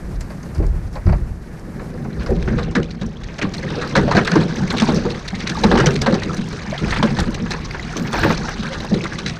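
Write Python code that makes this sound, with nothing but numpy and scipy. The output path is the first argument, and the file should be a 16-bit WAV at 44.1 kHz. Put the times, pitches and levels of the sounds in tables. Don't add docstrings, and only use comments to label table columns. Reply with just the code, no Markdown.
import sys
import numpy as np
from scipy import signal
from scipy.fft import rfft, irfft, next_fast_len
from scipy.io import wavfile

SR = 44100
rng = np.random.default_rng(int(sys.argv[2]) if len(sys.argv) > 2 else 0)


def master(y):
    cut = np.clip(np.atleast_2d(y).T, -1, 1)
    pcm = np.round(cut * 32767)
    wavfile.write(sys.argv[1], SR, pcm.astype(np.int16))


def makeup_ratio(level_db):
    decades = np.asarray(level_db, float) / 20
    return 10 ** decades


N = 414099


def in_time(rows):
    s, *columns = np.transpose(rows)
    return [np.interp(np.arange(N) / SR, s, c, left=c[0], right=c[-1]) for c in columns]


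def rms_one(x):
    return x / np.sqrt(np.mean(x ** 2) + 1e-20)


def colour(x, spectrum):
    size = next_fast_len(N)
    hz = np.maximum(np.arange(size // 2 + 1) * SR / size, 1)
    point_hz, point_db = np.transpose(spectrum)
    gain = makeup_ratio(np.interp(np.log(hz), np.log(point_hz), point_db))
    return rms_one(irfft(rfft(x, size) * gain, size)[:N])


def band(x, low_hz, high_hz):
    return rms_one(signal.sosfilt(signal.butter(2, [low_hz, high_hz], "band", fs=SR, output="sos"), x))


def muffle(x):
    return signal.sosfilt(signal.butter(3, 6800, fs=SR, output="sos"), x)


def drift(rate):
    every, warm_up = 40, 2000
    r = np.exp(-2 * np.pi * rate * every / SR)
    chance = rng.standard_normal(N // every + warm_up + 2)
    slow = signal.lfilter([1], [1, -2 * r, r * r], chance)[warm_up:]
    return np.interp(np.arange(N) / every, np.arange(len(slow)), rms_one(slow))


def ring(clicks, hz, t60):
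    r, w = makeup_ratio(-60 / (t60 * SR)), 2 * np.pi * hz / SR
    return signal.lfilter([0, np.sin(w)], [1, -2 * r * np.cos(w), r * r], clicks + 1e-18)


def strikes(seconds, level_db):
    clicks = np.zeros(N)
    clicks[np.minimum((np.asarray(seconds) * SR).astype(int), N - 1)] = makeup_ratio(level_db)
    return clicks


def burst(clicks, rise_s, t60):
    up, down = np.exp(-1 / (rise_s * SR)), makeup_ratio(-60 / (t60 * SR))
    return signal.lfilter([1 - up], np.convolve([1, -up], [1, -down]), clicks + 1e-18)


def spells(rows, edge_s):
    t, level = np.arange(N) / SR, 0
    for s, length, db in rows:
        corners = s + np.array([-0.22, 0.68, -0.62, 0.22]) * edge_s + [0, 0, length, length]
        level = level + makeup_ratio(db) * np.interp(t, corners, [0, 1, 1, 0])
    return level


def grains(per_s, spread_db):
    sizes = makeup_ratio(spread_db * np.minimum(rng.exponential(1, N), 5)) * rng.choice([-1, 1], N)
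    return sizes * (rng.random(N) < per_s / SR)


def droplets(per_s, spread_db, low_hz, high_hz, cycles):
    clicks, dealt = grains(per_s, spread_db), rng.integers(0, 10, N)
    out = np.zeros(N)
    for k, hz in enumerate(np.geomspace(low_hz, high_hz, 10)):
        once = ring(clicks * (dealt == k), hz, cycles / hz)
        out += hz * ring(once, hz, cycles / hz)
    return rms_one(out)


def bubbles(count, spread_db):
    out, longest = np.zeros(N), np.arange(int(.03 * SR)) / SR
    for when, pitch, size, climb in rng.random((count, 4)):
        at, hz = int(when * (N - len(longest))), 650 * 8.5 ** pitch
        t = longest[:int(24 * SR / hz)]
        life = t * hz / 25.1
        chirp = np.sin(2 * np.pi * hz * t * (1 + 0.26 * climb * life))
        out[at:at + len(t)] += makeup_ratio(-spread_db * np.log(size + 0.034)) * chirp * life * makeup_ratio(-60 * life)
    return rms_one(out)


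def wet_noise():
    # frequency in Hz, density in dB per Hz.
    through_housing = [(350, 9), (600, -4.5), (907, -10.5), (996, -6.5), (1370, -4.5), (1670, 1),
                       (3150, -16), (4050, -10), (5060, -12), (6180, -11.5), (7060, -23.5), (8400, -26.5),
                       (14500, -63)]
    spatter = rng.standard_normal(N)
    return colour(spatter * np.abs(spatter) ** 0.8, through_housing)


def patchy(noise, low_hz, high_hz, gush, own_db, rate):
    edges = np.geomspace(low_hz, high_hz, 5)
    out = np.zeros(N)
    for k, pair in enumerate(zip(edges, edges[1:])):
        part = signal.sosfilt(signal.butter(2, pair, "band", fs=SR, output="sos"), noise)
        out += part * (-1) ** k * makeup_ratio(gush + own_db * drift(rate))
    return rms_one(out)


def splash(rows, noise, body_hz, body_t60, gain_db):
    s, peak_db, body_db, hz = np.transpose(rows)
    grit = makeup_ratio(5.0 * drift(160))
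    spray = burst(strikes(s, peak_db - 5.0), 0.0024, 0.049)
    spray += burst(strikes(s, peak_db - 23.0), 0.006, 0.32)
    out = band(noise, body_hz, 2730) * burst(strikes(s, peak_db + body_db + gain_db), 0.0042, body_t60)
    out += band(noise, 1760, 10000) * grit * spray
    t = np.arange(int(0.031 * SR)) / SR
    puffs = rng.standard_normal((len(s), len(t)))
    fizz = np.zeros(N)
    for at, level_db, pitch, puff in zip((s * SR).astype(int), peak_db, hz, puffs):
        pitched = ring(puff * makeup_ratio(-60 * t / 0.06), pitch, 0.0054)
        fizz[at:at + len(t)] += makeup_ratio(level_db - 16.5) * pitched[:N - at]
    return out + muffle(fizz)


def breeze():
    # frequency in Hz, density in dB per Hz.
    air_spectrum = [(88, -16), (150, -4.5), (278, -18), (337, -19.5), (742, -26.5), (1730, -33.5),
                    (3400, -48.5), (4720, -45.5), (10000, -50), (12900, -54), (15000, -73)]
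    # time in seconds, level in dB.
    gusts = [(0, -33), (1.1, -34), (1.3, -37), (2.3, -34), (2.7, -46), (3.4, -35), (4, -33), (6.5, -38),
             (8, -33), (8.6, -36.5), (9.39, -37.5)]
    flutter_db = 1.6 * drift(13)
    air = colour(rng.standard_normal(N), air_spectrum)
    wetted = .65 * np.clip(np.arange(N) / SR - 2.2, 0, 1)
    return makeup_ratio(in_time(gusts)[0] + flutter_db) * (air + wetted * (muffle(air) - air))


def rumble():
    # frequency in Hz, density in dB per Hz.
    shudder = [(11, -33), (18, -9.5), (38, 0.5), (75, -2.5), (135, -9), (256, -24.5), (363, -11),
               (406, -35), (500, -25.5), (650, -67), (1100, -120)]
    # start in seconds, peak in dB.
    steps = [
        (0.572, -13.5),
        (.64, -23),
        (1.056, -7.5),
        (1.128, -21.5),
    ]
    # start in seconds, peak in dB.
    lurches = [
        (.01, -26.5),
        (.69, -23.5),
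        (2.26, -14.5),
        (3.95, -28),
        (5.6, -18),
        (6.8, -22),
        (7.13, -22.5),
        (8.1, -22),
    ]
    level = makeup_ratio(-36.5)
    level = level + burst(strikes(*np.transpose(steps)), rise_s=0.0054, t60=0.52)
    level = level + burst(strikes(*np.transpose(lurches)), rise_s=0.089, t60=1.0)
    low_pass = signal.butter(1, 110, fs=SR, output="sos")
    heave = signal.sosfilt(low_pass, colour(rng.standard_normal(N), shudder))
    return level * makeup_ratio(2.4 * drift(10.4) + 2.0) * heave


def runoff(wet, froth, slosh_db):
    t = np.arange(N) / SR
    net_up = np.clip(t - 2, 0, 1)
    spray_db = slosh_db - 4 - 5 * (t < 3)
    gush = net_up * drift(35)
    slosh = patchy(wet, 496, 2470, 2.3 * gush, own_db=4.0, rate=36) + makeup_ratio(-1.0) * net_up * froth
    fizz = droplets(900, 4.2, 3190, 6740, cycles=18.0)
    spray = patchy(wet, 2200, 21000, 2.8 * gush, own_db=4.5, rate=44) + makeup_ratio(-7.0) * net_up * fizz
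    return makeup_ratio(slosh_db - 7.5) * slosh + makeup_ratio(spray_db - 6.5) * spray


def housing_ticks():
    # start in seconds, peak in dB.
    ticks = [(0.2074, -24), (0.5477, -33), (0.6647, -31.5), (0.9282, -37), (1.594, -38), (2.233, -36),
             (2.305, -33), (3.569, -32), (3.9654, -30), (4.0133, -36), (4.1669, -37), (4.2482, -28),
             (4.3106, -30), (4.7047, -35), (4.903, -32), (5.545, -31), (5.611, -32), (5.6376, -34),
             (5.9409, -27), (6.3684, -29), (6.47, -37), (6.486, -31), (6.5266, -34), (7.0594, -33),
             (7.3432, -27), (7.506, -26), (8.848, -28), (9.0394, -26), (5.2799, -27), (5.4959, -27),
             (4.725, -25), (5.8601, -26), (6.017, -17.5), (6.915, -30), (7.202, -18), (7.3054, -31),
             (7.9763, -34), (8.0232, -29), (7.226, -32), (8.1295, -22), (8.1923, -23), (8.2287, -30),
             (8.2447, -27), (8.3115, -33), (6.94, -28), (8.9406, -37), (9.186, -26)]
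    s, peak_db = np.transpose(ticks)
    return band(rng.standard_normal(N), 4100, 8200) * burst(strikes(s, peak_db - 7.0), 0.00039, 0.027)


def scuffs():
    # start in seconds, peak in dB, body over the peak in dB, pitch in Hz.
    scrapes = [(0.2084, -29, -10, 7300), (0.302, -38.5, 5, 4440), (0.429, -34.5, -8, 6400),
               (0.551, -37.5, 0, 5000), (0.5794, -40, 5, 4660), (0.6237, -44.5, 16, 4430),
               (0.934, -38, -9, 5080), (0.955, -32, 8.5, 4300), (1.064, -33.5, 9, 4800),
               (1.088, -39, 16.5, 4510), (1.1246, -34.5, 11.5, 4600), (1.798, -50, 17.5, 4050),
               (1.938, -44, 6, 4930), (2.0466, -51, 22.5, 3900), (2.262, -27, -4, 5000)]
    # frequency in Hz, density in dB per Hz.
    empty_hull = [(240, -49), (400, -3), (1150, -12.5), (1670, -19), (2350, -21), (3360, -39),
                  (4730, -23.5), (7170, -39), (14000, -47)]
    dry_noise = colour(rng.standard_normal(N), empty_hull)
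    return splash(scrapes, dry_noise, body_hz=467, body_t60=0.099, gain_db=1.5)


def booms():
    # time of the peak in seconds, peak in dB, pitch in Hz.
    plate_booms = [(2.327, -7, 388), (2.522, -6, 134), (2.483, -18, 376), (2.587, -17, 485),
                   (2.77, -10, 258), (2.802, -10, 148), (2.809, -16, 368), (3.03, -14.5, 182),
                   (3.645, -20.5, 533), (3.442, -17, 210), (3.445, -15.5, 304), (3.976, -10, 550),
                   (3.983, -7.5, 196), (4.04, -5.5, 164), (4.096, -15, 567), (4.156, -16, 480),
                   (4.158, -17, 204), (4.18, -9, 205), (4.337, -5.5, 178), (4.369, -4.5, 311),
                   (4.377, -9, 130), (4.399, -7.5, 160), (4.434, -7.5, 160), (4.62, -9, 148),
                   (4.642, -9.5, 187), (4.747, -9, 237), (7.001, -17, 279), (4.833, -2.5, 222),
                   (4.898, -5.5, 242), (4.941, -6.5, 214), (4.97, -14, 208), (6.537, -25, 417),
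                   (5.65, -14, 393), (5.663, -2, 213), (5.718, -11.5, 486), (5.74, -5.5, 230),
                   (5.773, -7, 229), (5.798, -7.5, 396), (5.824, -7.5, 136), (5.846, -10, 362),
                   (6.035, -18, 430), (5.882, -5, 154), (5.959, -13.5, 410), (6.085, -6.5, 549),
                   (6.089, -5.5, 229), (2.38, -12, 165), (6.131, -14, 526), (6.135, -8, 181),
                   (6.832, -15, 170), (7.049, -3, 218), (7.05, -12.5, 562), (7.2, -11, 196),
                   (7.289, -12, 226), (8.716, -21, 537), (8.243, -15, 330), (8.25, -10.5, 138),
                   (8.272, -18, 226), (8.3, -13, 200), (8.935, -4, 196), (8.972, -17, 340)]
    # time of the peak in seconds, peak in dB, pitch in Hz.
    flexes = [
        (0.596, -7, 74),
        (.655, -8, 42),
        (.71, -8, 62.5),
        (1.085, -13, 81),
        (1.144, -7, 49),
        (1.125, -10, 140),
        (2.2, -14.5, 60.5),
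    ]
    rows = [*plate_booms, *flexes]
    out, t = np.zeros(N), np.arange(-int(.1 * SR), int(.1 * SR)) / SR
    side_s = np.where(t < 0, 0.0099, 0.0095)
    for (peak_s, level_db, hz), turn in zip(rows, rng.random(len(rows))):
        at = int((peak_s + t[0]) * SR)
        swell = np.exp(-.5 * (t / side_s / max(1, 130 / hz)) ** 2)
        out[at:at + len(t)] += makeup_ratio(level_db - 4.5) * swell * np.sin(2 * np.pi * (hz * t + turn))
    return out


def hull(rattle_db):
    # start in seconds, peak in dB, hardness in
    # dB, pitch of the struck plate in Hz.
    knocks = [(0.598, -10, -8, 377), (2.295, -13, 0.5, 400), (2.579, -24, 4, 181), (2.765, -3.5, -9, 264),
              (3.019, -11.5, -14, 187), (3.43, -9, -11, 204), (3.768, -29, 9, 480), (3.973, -2, -7, 180),
              (4.032, -7.5, -14, 162), (4.15, 2.5, -12, 228), (4.358, 0.5, -9, 320), (4.741, -10, -13, 229),
              (4.828, -6.5, -26, 229), (4.888, -2.5, -5, 234), (4.961, -6, -12, 230),
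              (5.051, -5.5, -9, 424), (5.634, -5.5, -2, 199), (5.716, -8, 0.5, 202), (5.8, -14, -4, 330),
              (5.87, -9, -7, 400), (6.079, -6.5, -4.5, 231), (6.127, -13.5, -5, 161),
              (6.818, -2.5, -16, 185), (7.037, -7, -8, 224), (7.192, -15, -8, 191), (7.28, -12, -27, 228),
              (7.963, -13.5, -7.5, 177), (8.246, -2.5, -7, 138), (8.918, -7.5, -4.5, 196),
              (9.028, -12.5, -17, 324)]
    # start in seconds, peak in dB,
    # pitch of the struck plate in Hz.
    thuds = [(1.067, -5.5, 171), (1.893, -27, 191), (2.051, -17.5, 200), (2.508, -2, 137), (4.605, -7, 141),
             (5.326, -12, 212), (5.49, -15, 180), (5.57, -15, 199), (5.948, -4, 147), (6.385, -11, 227),
             (6.671, -10.5, 161), (6.973, -4.5, 153), (7.104, -7, 158), (7.411, -11, 228), (8.01, -10, 229),
             (8.376, -11, 159), (8.59, -9.5, 162), (9.248, -11, 162)]
    # frequency in Hz, level in dB, t60 in seconds.
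    plates = [(104.7, -10, 0.31), (141, -7.5, 0.43), (163.95, -6.5, 0.53), (196, 3.5, 0.093),
              (231, -1, 0.14), (313.5, -9, 0.15), (335, -3.5, 0.074), (399, -6, 0.11), (479.4, -3.5, 0.058),
              (561, -9, 0.056), (671, -25.5, 0.096), (770, -17.5, 0.07)]
    soft_db = -38
    blows = [*knocks, *[(s, db, soft_db, hz) for s, db, hz in thuds]]
    s, peak_db, hard_db, struck_hz = np.transpose(blows)
    clumps = makeup_ratio(rattle_db + 3.9 * drift(26.5))
    luck_db = rng.normal(0, 1.0, (len(s), len(plates)))
    out = np.zeros(N)
    for k, (hz, mode_db, t60) in enumerate(plates):
        tilt_db = (hard_db + 17.0) * np.clip(np.log2(hz / 230), 0, 1)
        near_db = 7 * np.exp(-(np.log2(hz / struck_hz) / 0.23) ** 2)
        blow_db = peak_db + tilt_db + near_db + luck_db[:, k] - 43.0
        contact = burst(strikes(s - .006, blow_db), 0.0025, 0.25)
        force = rng.standard_normal(N) * (contact + makeup_ratio(-36.0) * clumps)
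        out += makeup_ratio(mode_db) * ring(force, hz, t60)
    return out


def plops(wet):
    # start in seconds, peak in dB, pitch in Hz.
    flops = [(2.753, -8.5, 1670), (3.954, -4, 1510), (4.079, -3.5, 660), (4.114, -5, 940), (4.149, -9, 670),
             (4.179, -5, 760), (4.277, -7.5, 1520), (4.357, -5, 885), (4.739, -12, 910), (4.82, -3, 894),
             (4.888, -3, 800), (5.052, -11, 870), (5.468, -17, 2130), (5.64, -0.5, 850), (5.714, -3, 735),
             (5.754, -3.5, 844), (5.412, -20, 2100), (6.063, -2.5, 1013), (6.22, -16, 1870),
             (6.923, -7, 1765), (7.027, -3, 970), (7.46, -18, 1590), (7.746, -13, 1540), (8.14, -8, 924),
             (8.233, -1.5, 1745), (8.304, -3, 870), (8.483, -12, 1540), (8.846, -16, 840),
             (9.039, -16.5, 1950), (9.123, -20, 1620)]
    # start in seconds, peak in dB, pitch in Hz.
    drips = [(1.794, -25.5, 1670), (2.262, -19, 1446), (2.477, -15, 1450), (2.587, -12, 1150),
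             (3.285, -24, 2100), (3.415, -11, 2300), (6.19, -26, 2460), (6.682, -23, 1740),
             (6.962, -12, 2200), (7.072, -14, 2060), (8.049, -21, 1850)]
    s, peak_db, _ = np.transpose(flops)
    out = wet * burst(strikes(s, peak_db - 14.5), 0.0019, 0.037)
    rows = [*flops, *drips]
    t = np.arange(int(.08 * SR)) / SR
    noise = rng.standard_normal((len(rows), len(t)))
    for (start, level_db, hz), puff in zip(rows, noise):
        at = int(start * SR)
        bubble = np.sin(2 * np.pi * hz * (t + 2.0 * t * t)) * makeup_ratio(-60 * t / 0.069 - 11.5)
        smack = np.sin(2 * np.pi * hz * t) * makeup_ratio(-60 * t / 0.0053 - 7.5)
        gush = ring(puff * makeup_ratio(-60 * t / 0.12 - 17), hz, 0.0027)
        plop = makeup_ratio(level_db) * (bubble + gush + smack) * np.minimum(t / 0.00029, 1)
        out[at:at + len(t)] += plop[:N - at]
    return out


def blips():
    # time of the peak in seconds, peak in dB, pitch in Hz.
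    drops = [(2.132, -30, 3880), (2.223, -20, 1610), (3.395, -18, 650), (3.065, -25, 5600),
             (3.773, -19, 1270), (3.454, -15, 1100), (3.54, -19.5, 5520), (3.584, -17, 4110),
             (3.706, -25, 2890), (3.878, -19, 4630), (4.154, -9, 1560), (4.279, -5, 1540),
             (4.511, -19.5, 1520), (4.56, -20, 6000), (4.609, -17.5, 835), (4.68, -17, 2150),
             (4.74, -20, 855), (4.771, -12, 3660), (4.782, -21, 3640), (4.871, -13, 920),
             (4.948, -14, 5450), (5.333, -17.5, 746), (5.347, -18, 2030), (5.522, -17, 1620),
             (5.556, -15, 1150), (5.576, -15.5, 844), (5.639, -6, 3880), (5.717, -5, 1590),
             (5.843, -6.5, 845), (5.87, -8, 3030), (5.91, -16, 5530), (5.909, -18, 2600),
             (5.571, -17, 3860), (6.298, -15, 1280), (6.31, -17, 1240), (6.347, -17, 5770),
             (6.712, -20, 3880), (6.781, -14.5, 3100), (6.849, -15, 1380), (6.937, -18, 1080),
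             (7.0, -15, 915), (7.19, -9, 780), (7.203, -14, 5460), (7.507, -17.5, 820), (7.712, -19, 4610),
             (7.798, -15.5, 1980), (7.963, -17, 1130), (8.132, -11, 1180), (8.187, -10, 1240),
             (8.263, -9, 870), (8.272, -12, 856), (8.308, -8, 1870), (8.327, -17, 6130), (8.487, -20, 760),
             (8.494, -16.5, 5570), (8.61, -21, 3880), (8.722, -26, 700), (8.806, -16, 3850),
             (8.668, -16, 2240), (9.159, -18, 2030)]
    rise_s = .0015
    out, t = np.zeros(N), np.arange(int(0.037 * SR)) / SR
    for (peak_s, level_db, hz), puff in zip(drops, rng.standard_normal((len(drops), len(t)))):
        at = int((peak_s - 2 * rise_s) * SR)
        life = t * np.sqrt(2000 * hz) / 55
        chirp = np.sin(2 * np.pi * hz * t * (1 + 0.1 * life)) * makeup_ratio(-60 * life)
        hiss = makeup_ratio(-10) * rms_one(ring(puff, hz, 11.0 / hz)) * makeup_ratio(-30.0 * life)
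        out[at:at + len(t)] += makeup_ratio(level_db - 4) * np.minimum(t / rise_s, 1) * (chirp + hiss)
    return out


def pours(wet, froth):
    # start in seconds, length in seconds, level in dB.
    sheets = [
        (2.19, 0.058, -35),
        (3.2, 0.063, -57),
        (3.66, 0.23, -34),
        (3.97, 0.27, -37),
        (4.33, 0.12, -33),
        (5.71, 0.17, -37),
        (6.9, 0.095, -35),
        (8.14, 0.21, -25.5),
        (8.55, 0.19, -40),
    ]
    return spells(sheets, edge_s=0.026) * (band(wet, 230, 8500) + makeup_ratio(-6) * froth)


def slaps(wet, froth):
    # start in seconds, peak of the spray in dB, spray pitch in Hz.
    flat_fish = [(2.58, -26, 3840), (2.751, -18, 3870), (3.417, -22, 2620), (3.812, -22.5, 4000),
                 (3.952, -15, 4000), (3.9628, -16, 4060), (4.1112, -18.5, 4360), (4.149, -20.5, 4300),
                 (4.167, -13.5, 4250), (4.3146, -19, 4500), (4.3537, -24, 5340), (5.7136, -17, 4000),
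                 (5.7736, -14.5, 2860), (5.799, -18.5, 2820), (6.0608, -17.5, 4040), (6.124, -23, 4300),
                 (6.331, -26.5, 6040), (7.167, -23, 4100), (7.1864, -21, 3930), (7.533, -27.5, 2640),
                 (4.617, -36, 3900), (6.877, -33, 2500), (8.1275, -21.5, 4400), (8.742, -27.5, 3280)]
    # start in seconds, peak of the spray in dB, spray pitch in Hz.
    flicks = [(3.0123, -24.5, 3800), (3.382, -22.5, 2780), (4.248, -20.5, 3830), (4.407, -22.5, 4440),
              (4.702, -16, 4100), (4.798, -14, 3340), (4.8885, -25, 4200), (5.494, -19, 3400),
              (5.6354, -17, 3840), (5.8595, -8.5, 5900), (6.014, -13.5, 4900), (6.141, -19, 4570),
              (6.528, -25.5, 4150), (6.964, -20.5, 2600), (7.027, -15, 3120), (7.507, -16, 4000),
              (7.967, -17.5, 6050), (8.631, -25.5, 3160), (9.0378, -23, 3700), (9.184, -20, 4000)]
    # start in seconds, peak in dB.
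    spurts = [(2.424, -31.5), (2.63, -26.5), (2.828, -30), (2.906, -31.5), (3.234, -32.5), (3.5372, -21),
              (3.899, -29), (4.2705, -19.5), (4.481, -39), (4.768, -26), (4.7815, -18), (4.818, -22.5),
              (5.1028, -20), (5.2772, -20), (5.349, -24.5), (5.3997, -27), (5.471, -20.5), (5.9536, -21),
              (6.2317, -23), (6.366, -25.5), (6.709, -32), (6.78, -22), (6.905, -20.5), (7.199, -21),
              (7.343, -22), (7.827, -28), (8.94, -19.5), (2.355, -33.5), (9.261, -17), (9.278, -19)]
    slap_body_db, flick_body_db, spurt_body_db, spurt_hz = 5.5, -2, -29, 4000
    rows = [(s, db, slap_body_db, hz) for s, db, hz in flat_fish]
    rows += [(s, db, flick_body_db, hz) for s, db, hz in flicks]
    rows += [(s, db, spurt_body_db, spurt_hz) for s, db in spurts]
    return splash(rows, wet + makeup_ratio(-12) * froth, body_hz=472, body_t60=0.15, gain_db=-4.0)


def plinks():
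    # start in seconds, peak in dB, pitch in Hz.
    clear_drops = [(3.169, -36, 3120), (3.633, -20.5, 1660), (6.724, -24.5, 587), (6.742, -24.5, 657),
                   (7.533, -21.5, 2330), (7.708, -18.5, 1910), (7.655, -30, 2400), (7.934, -30, 1300),
                   (2.68, -34, 1680), (6.188, -25, 2250), (6.845, -23.5, 2310), (9.008, -24, 2280),
                   (9.054, -20, 1180), (9.063, -25, 1885), (9.123, -25.5, 1560)]
    out, t = np.zeros(N), np.arange(int(.07 * SR)) / SR
    for start, level_db, hz in clear_drops:
        at, life = int(start * SR), t * hz / 22
        chirp = np.sin(2 * np.pi * hz * t * (1 + .15 * life))
        out[at:at + len(t)] += makeup_ratio(level_db + 31.5 - 60 * life) * life * chirp
    return out * (.6 + .6 * drift(180))


def port_sizzle():
    # start in seconds, length in seconds, level in dB.
    wet_port = [
        (7.96, .1, -52),
        (8.06, 0.077, -60),
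        (8.13, .2, -48.5),
    ]
    hiss = band(band(rng.standard_normal(N), 13200, 18000), 11800, 18000)
    return spells(wet_port, edge_s=.025) * makeup_ratio(4.3 * drift(60)) * hiss


def scene():
    # time in seconds, shaking as hull rattle in dB, draining water in dB.
    motion = [(0, -34, -43), (1.39, -38.5, -44.5), (1.75, -27.5, -43.5), (2.55, -19, -31),
              (3.05, -32, -44.5), (3.35, -33.5, -40), (3.6, -23, -32.5), (4.21, -21.5, -33),
              (4.94, -23.5, -27), (5.3, -33.5, -36), (5.7, -16.5, -24), (6.1, -20.5, -33),
              (6.64, -28.5, -32), (6.96, -32.5, -27), (7.3, -19, -33), (7.6, -30.5, -35), (8.3, -25, -27),
              (9.39, -29, -34)]
    rattle_db, slosh_db = in_time(motion)
    wet = wet_noise()
    froth = bubbles(count=6500, spread_db=5.5)
    boat = rumble() + scuffs() + booms() + hull(rattle_db)
    water = runoff(wet, froth, slosh_db) + muffle(plops(wet)) + blips()
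    water += pours(wet, froth) + slaps(wet, froth) + plinks()
    at_housing = breeze() + housing_ticks() + port_sizzle()
    return (boat + water + at_housing)[None]


def roll_off(x):
    return signal.sosfilt(signal.butter(12, 15500, fs=SR, output="sos"), x)


def record(dry):
    rounded = 1.12 * np.tanh(dry / 1.12)
    top_cut = signal.cheby2(8, 45, 16050, fs=SR, output="sos")
    mix = signal.sosfilt(top_cut, rounded)
    return roll_off(mix)


dry = scene()
out = record(dry)
master(out)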